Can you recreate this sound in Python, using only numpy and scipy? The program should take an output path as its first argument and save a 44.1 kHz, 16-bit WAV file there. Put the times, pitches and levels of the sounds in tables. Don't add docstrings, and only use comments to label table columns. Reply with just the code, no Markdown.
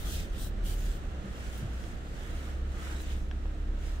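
import sys
import numpy as np
from scipy import signal
from scipy.fft import rfft, irfft
from scipy.io import wavfile
from scipy.ndimage import uniform_filter1d

SR = 44100
rng = np.random.default_rng(int(sys.argv[2]) if len(sys.argv) > 2 else 0)


def file_out(sig):
    cols = np.atleast_2d(sig).T
    lim = np.clip(cols, -1, 1)
    pcm = np.round(lim * 32767).astype(np.int16)
    wavfile.write(sys.argv[1], SR, pcm)


N = 176400
TIME_S, FREQ_HZ = np.arange(N) / SR, np.arange(N // 2 + 1) * SR / N
EARS = np.array([[1], [-1]])

# frequency_hz, left_minus_right_db
CABIN_PAN = [(30,-4),(120,1),(350,0.5),(700,-3),(1300,-0.5),(2200,-3),(3000,-4),(4400,0),(8000,0),(15000,-11)]


def undb(db):
    return 10 ** (np.asarray(db) / 20)


def unit(x):
    return x / np.sqrt(np.mean(x ** 2))


def curve(rows):
    return np.interp(TIME_S, *np.array(rows).T)


def by_pitch(rows):
    hz, value = np.array(rows, float).T
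    return np.interp(np.log(FREQ_HZ + 1), np.log(hz), value)


def phase_of(hz):
    return 2 * np.pi * np.cumsum(hz) / SR


def walk(rate_hz):
    step = int(SR / rate_hz)
    held = rng.standard_normal(N // 20)[np.arange(N) // step]
    return unit(uniform_filter1d(uniform_filter1d(held, step), step))


def swell(start, end, attack_s, release_s):
    rise = 1 + np.tanh(2 * (TIME_S - start) / attack_s + 1)
    fall = 1 - np.tanh(2 * (TIME_S - end) / release_s - 1)
    return rise * fall / 4


def binaural(pair, spectrum, balance, lag_ms, diffuse_hz=600):
    # frequency_hz, coherence
    likeness = [(30,0.8),(70,.95),(130,0.99),(280,0.77),(500,0.93),(900,0.17),(2000,0.33),(8000,0.02)]
    coherence = by_pitch(likeness)
    mid, side = rfft(pair)
    both = mid * np.sqrt(1 + coherence) + EARS * side * np.sqrt(1 - coherence)
    lag_s = lag_ms / 1000 * FREQ_HZ ** 2 / (FREQ_HZ ** 2 + diffuse_hz ** 2)
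    delay = np.exp(-1j * np.pi * EARS * FREQ_HZ * lag_s)
    gain = undb(by_pitch(spectrum) + EARS * by_pitch(balance) / 2)
    return unit(irfft(both * delay * gain, N))


def engine(waver_db=2.16, pan_db=-1.1):
    # time_s, rate_hz
    firing = [(0.0, 37.4), (0.11, 38.09), (0.67, 36.97), (0.86, 37.72), (1.34, 31.22), (1.59, 29.56),
              (1.71, 29.64), (2.15, 33.77), (2.91, 33.8), (3.25, 32.94), (3.61, 34.13), (4.0, 33.45)]
    # time_s, level_db
    fundamental = [(0,-38),(.35,-43),(.62,-30),(.9,-29.5),(1.15,-49),(1.75,-56),(1.95,-43.5),(3.1,-41),(3.6,-34),(4,-38)]
    boom = [(0,-47),(1.22,-43),(1.38,-39),(1.8,-37.5),(2.05,-49),(2.3,-40),(3,-36),(3.35,-41),(4,-39)]
    phase = phase_of(curve(firing))
    drone = sum(np.sqrt(2) * np.sin(harmonic * phase) * undb(curve(level) + waver_db * walk(18))
                for harmonic, level in enumerate((fundamental, boom), 1))
    return drone * undb(EARS * pan_db / 2)


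def rumble():
    # frequency_hz, relative_db
    spectrum = [(10,-21),(20,-1),(28,-2),(48,0),(70,-6),(85,-11.5),(125,-12.5),(160,-16.5),(195,-13),(250,-20),(330,-18),(420,-27),(700,-33),(900,-45),(2000,-88)]
    # time_s, level_db
    level = [(0,-37),(.15,-35),(.35,-37.5),(.6,-37.5),(.9,-37.5),(1.2,-39),(2.5,-39),(4,-40.5)]
    return binaural(rng.standard_normal((2, N)), spectrum, CABIN_PAN, lag_ms=0.32) * undb(curve(level))


def ventilation(growth_db_per_s=2.0):
    # frequency_hz, relative_db
    spectrum = [(100,-2),(300,-1),(520,-1.5),(760,-4),(880,-10),(1060,-10),(1300,-4),(1800,-8.5),(2250,-16),(2900,-14.5),(4000,-18.5),(4700,-24),(8000,-28.5),(10000,-43),(15500,-46)]
    # time_s, level_db
    level = [(0,-51),(1.1,-48.5),(2.1,-49.5),(2.7,-50),(3.4,-51.5),(4,-50.5)]
    # pitch_hz, final_level_db
    tones = [(309,-57.5),(935,-72)]
    air = binaural(rng.standard_normal((2, N)), spectrum, CABIN_PAN, lag_ms=0.49)
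    air *= undb(curve(level) + .4 * walk(16))
    whine = 0
    for hz, db in tones:
        amplitude = np.sqrt(2) * undb(db + 1.55 * walk(6))
        whine += amplitude * np.sin(phase_of(hz * (1 + 0.00191 * walk(8))))
    return air + whine * undb(growth_db_per_s * (TIME_S - N / SR))


def wander(pair, depth_db=2.3, life_s=.08, width_hz=300):
    spectra = signal.stft(pair, nperseg=512)[2]
    span = (1, round(width_hz * 512 / SR), round(life_s * SR / 256))
    patches = signal.fftconvolve(rng.standard_normal(spectra.shape), np.ones(span), mode="same")
    return signal.istft(spectra * undb(depth_db * unit(patches)), nperseg=512)[1][:, :N]


def friction(spectrum, grain, slips_per_s=5000, spread_db=2.6):
    # frequency_hz, left_minus_right_db
    balance = [(300,5),(750,0),(1200,-2.5),(1600,-12),(2200,2),(3000,-3.5),(4500,-2.5),(6500,3.5),(9000,3),(11500,1),(14000,8.5)]
    sizes = undb(spread_db * np.minimum(rng.exponential(size=N), 6))
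    slips = (rng.random(N) < slips_per_s / SR) * sizes * rng.standard_normal((2, N))
    contact = wander(rng.standard_normal((2, N)) + grain * unit(slips))
    flutter = undb(.7 * walk(180))
    return binaural(contact, spectrum, balance, lag_ms=0.249) * flutter


def palm(pivot_hz=6000, half_width_octaves=0.065, arch_db=3.5):
    # frequency_hz, relative_db
    spectrum = [(400,-33),(700,-5),(1000,-11),(1500,-8.5),(2300,-1),(3100,4),(4500,-1.5),(5400,-1),(6500,-2.5),(8500,-2),(10000,-5.5),(12000,-5.5),(15500,-8)]
    # start_s, end_s, level_db, tilt_db_per_octave, resonance_hz, lift_db
    strokes = [(-.05,0.038,-52.5,4,3570,10),(.062,0.143,-45,1,3430,6),(0.138,0.182,-49,0,3900,6.5),(0.179,0.246,-49.5,-1.5,3240,1.5),(0.333,0.41,-56,-3.5,3200,-2),(0.396,.475,-50,5,4000,9),(0.654,0.741,-47,2,2970,4),(0.773,0.852,-55.5,2,6600,10.5),(0.86,0.965,-56,0,7600,8),(3.1,3.135,-53.5,-4.5,3197,1)]
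    rub, out = rfft(friction(spectrum, grain=0.68)), 0
    freq = np.maximum(FREQ_HZ, 500)
    for start, end, db, tilt, hz, lift in strokes:
        resonance_db = lift / (1 + (np.log2(freq / hz) / half_width_octaves) ** 2)
        swish = irfft(rub * undb(db + tilt * np.log2(freq / pivot_hz) + resonance_db), N)
        progress = np.clip((TIME_S - start) / (end - start), 0, 1)
        arch = undb(arch_db * (np.sin(np.pi * progress) - .5))
        out += swish * arch * swell(start, end, attack_s=0.021, release_s=0.032)
    return out


def rim():
    # time_s, level_db
    slide_level = [(0,-51.5),(.55,-64),(.85,-53.5),(1.03,-60.5),(1.22,-62.5),(1.42,-51.5),(1.58,-52),(1.68,-57.5),(1.88,-53.5),(2.02,-61),(2.25,-52.5),(2.48,-53.5),(2.63,-64),(2.85,-48),(3.06,-52),(3.16,-54.5),(3.3,-65),(3.76,-65),(3.86,-51),(4,-59.5)]
    # start_s, end_s, level_db
    grips = [(0.062,0.09,-50.5),(1.302,1.846,-60.5),(2.22,2.503,-54.5),(2.792,2.948,-48.5)]
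    brushes = [(1.44,1.56,-67),(1.53,1.62,-61.5),(1.575,1.593,-59),(3.012,3.025,-52.5)]
    # frequency_hz, relative_db
    slide_spectrum = [(300,-7),(700,-0.5),(1000,-1.5),(1400,-4.5),(1900,5),(2400,1.5),(3300,0.5),(4600,-5.5),(6500,-4),(8500,-6.5),(10000,-12),(15500,-17.5)]
    grip_spectrum = [(300,-2.5),(700,-2.5),(1000,-3.5),(1300,3.5),(1800,-4.5),(2300,-7.5),(3000,-15),(5000,-30.5),(15000,-32)]
    brush_spectrum = [(2000,-25),(6000,-3),(10000,0),(13000,-6),(15500,-3)]
    grip = sum(undb(db) * swell(start, end, .07, 0.035) for start, end, db in grips)
    brush = sum(undb(db) * swell(start, end, 0.017, 0.012) for start, end, db in brushes)
    return (undb(curve(slide_level)) * friction(slide_spectrum, grain=0.31)
            + grip * friction(grip_spectrum, grain=1.0)
            + brush * friction(brush_spectrum, grain=.8))


def steering():
    # start_s, end_s, pitch_hz, glide_octaves_per_s, level_db
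    groans = [(0.072,0.091,47.7,-4,-28.5),(0.116,0.22,71.8,-0.5,-39),(1.236,1.31,196,-0.2,-45.5),(1.623,1.668,143,-4.5,-38.5),(1.63,1.671,101,-4.5,-38),(1.593,1.64,250,-5,-48.5)]
    out = 0
    for start, end, hz, glide, db in groans:
        phase = phase_of(hz * 2 ** (glide * np.clip(TIME_S - start, 0, end - start)))
        tone = np.sqrt(2) * np.sin(phase - np.interp(start, TIME_S, phase))
        out += tone * undb(db) * swell(start, end, attack_s=0.0064, release_s=0.021)
    return out


def ticks(pivot_hz=2000):
    # start_s, level_db, left_minus_right_db, tilt_db_per_octave
    impacts = [(.469,-43.5,-3,-5),(1.249,-47.5,-2,-7),(1.84,-43,-9,2),(2.489,-47.5,-9,-10.5),(3.003,-38.5,-8,-1),(3.3126,-33.5,4,-2),(3.456,-46.5,-17,-8)]
    # pitch_hz, relative_db, t60_s
    modes = [(620,-7.5,0.014),(1060,-7.5,0.007),(1633,-6.5,0.02),(2750,-1,0.0046),(3400,-4,0.0064),(3906,-18,0.01),(5500,-10.5,0.0063)]
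    out = np.zeros((2, N))
    for start, db, pan_db, tilt in impacts:
        age = np.maximum(TIME_S - start, 0)
        for k, (hz, mode_db, t60) in enumerate(modes):
            decay = np.exp(-np.minimum(np.log(1000) * age / t60, 20))
            ring = (-1) ** k * np.sin(2 * np.pi * hz * age) * decay
            out += ring * undb(db + mode_db + tilt * np.log2(hz / pivot_hz) + EARS * pan_db / 2)
    return reflect(out, gain=0.43, t60_s=.06)


def reflect(pair, gain, t60_s):
    tail = rng.standard_normal((2, N // 20)) * np.exp(-np.log(1000) * TIME_S[:N // 20] / t60_s)
    tail *= gain / np.sqrt(np.sum(tail ** 2) / 2)
    return pair + signal.fftconvolve(pair, tail, axes=1)[:, :N]


def squeaks(waver=0.019, pan_db=-5):
    # start_s, end_s, pitch_hz, level_db
    catches = [(2.955,2.986,3810,-62),(2.996,3.01,3960,-56.5)]
    out = 0
    for start, end, hz, db in catches:
        tone = np.sqrt(2) * np.sin(phase_of(hz * (1 + waver * walk(600))))
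        out += tone * undb(db) * swell(start, end, attack_s=0.0043, release_s=0.0038)
    return out * undb(EARS * pan_db / 2)


def scene():
    return engine() + rumble() + ventilation() + palm() + rim() + steering() + ticks() + squeaks()


def record(dry, cutoff_hz=15650):
    return signal.sosfilt(signal.ellip(10, .2, 80, cutoff_hz, fs=SR, output="sos"), dry)


dry = scene()
out = record(dry)
file_out(out)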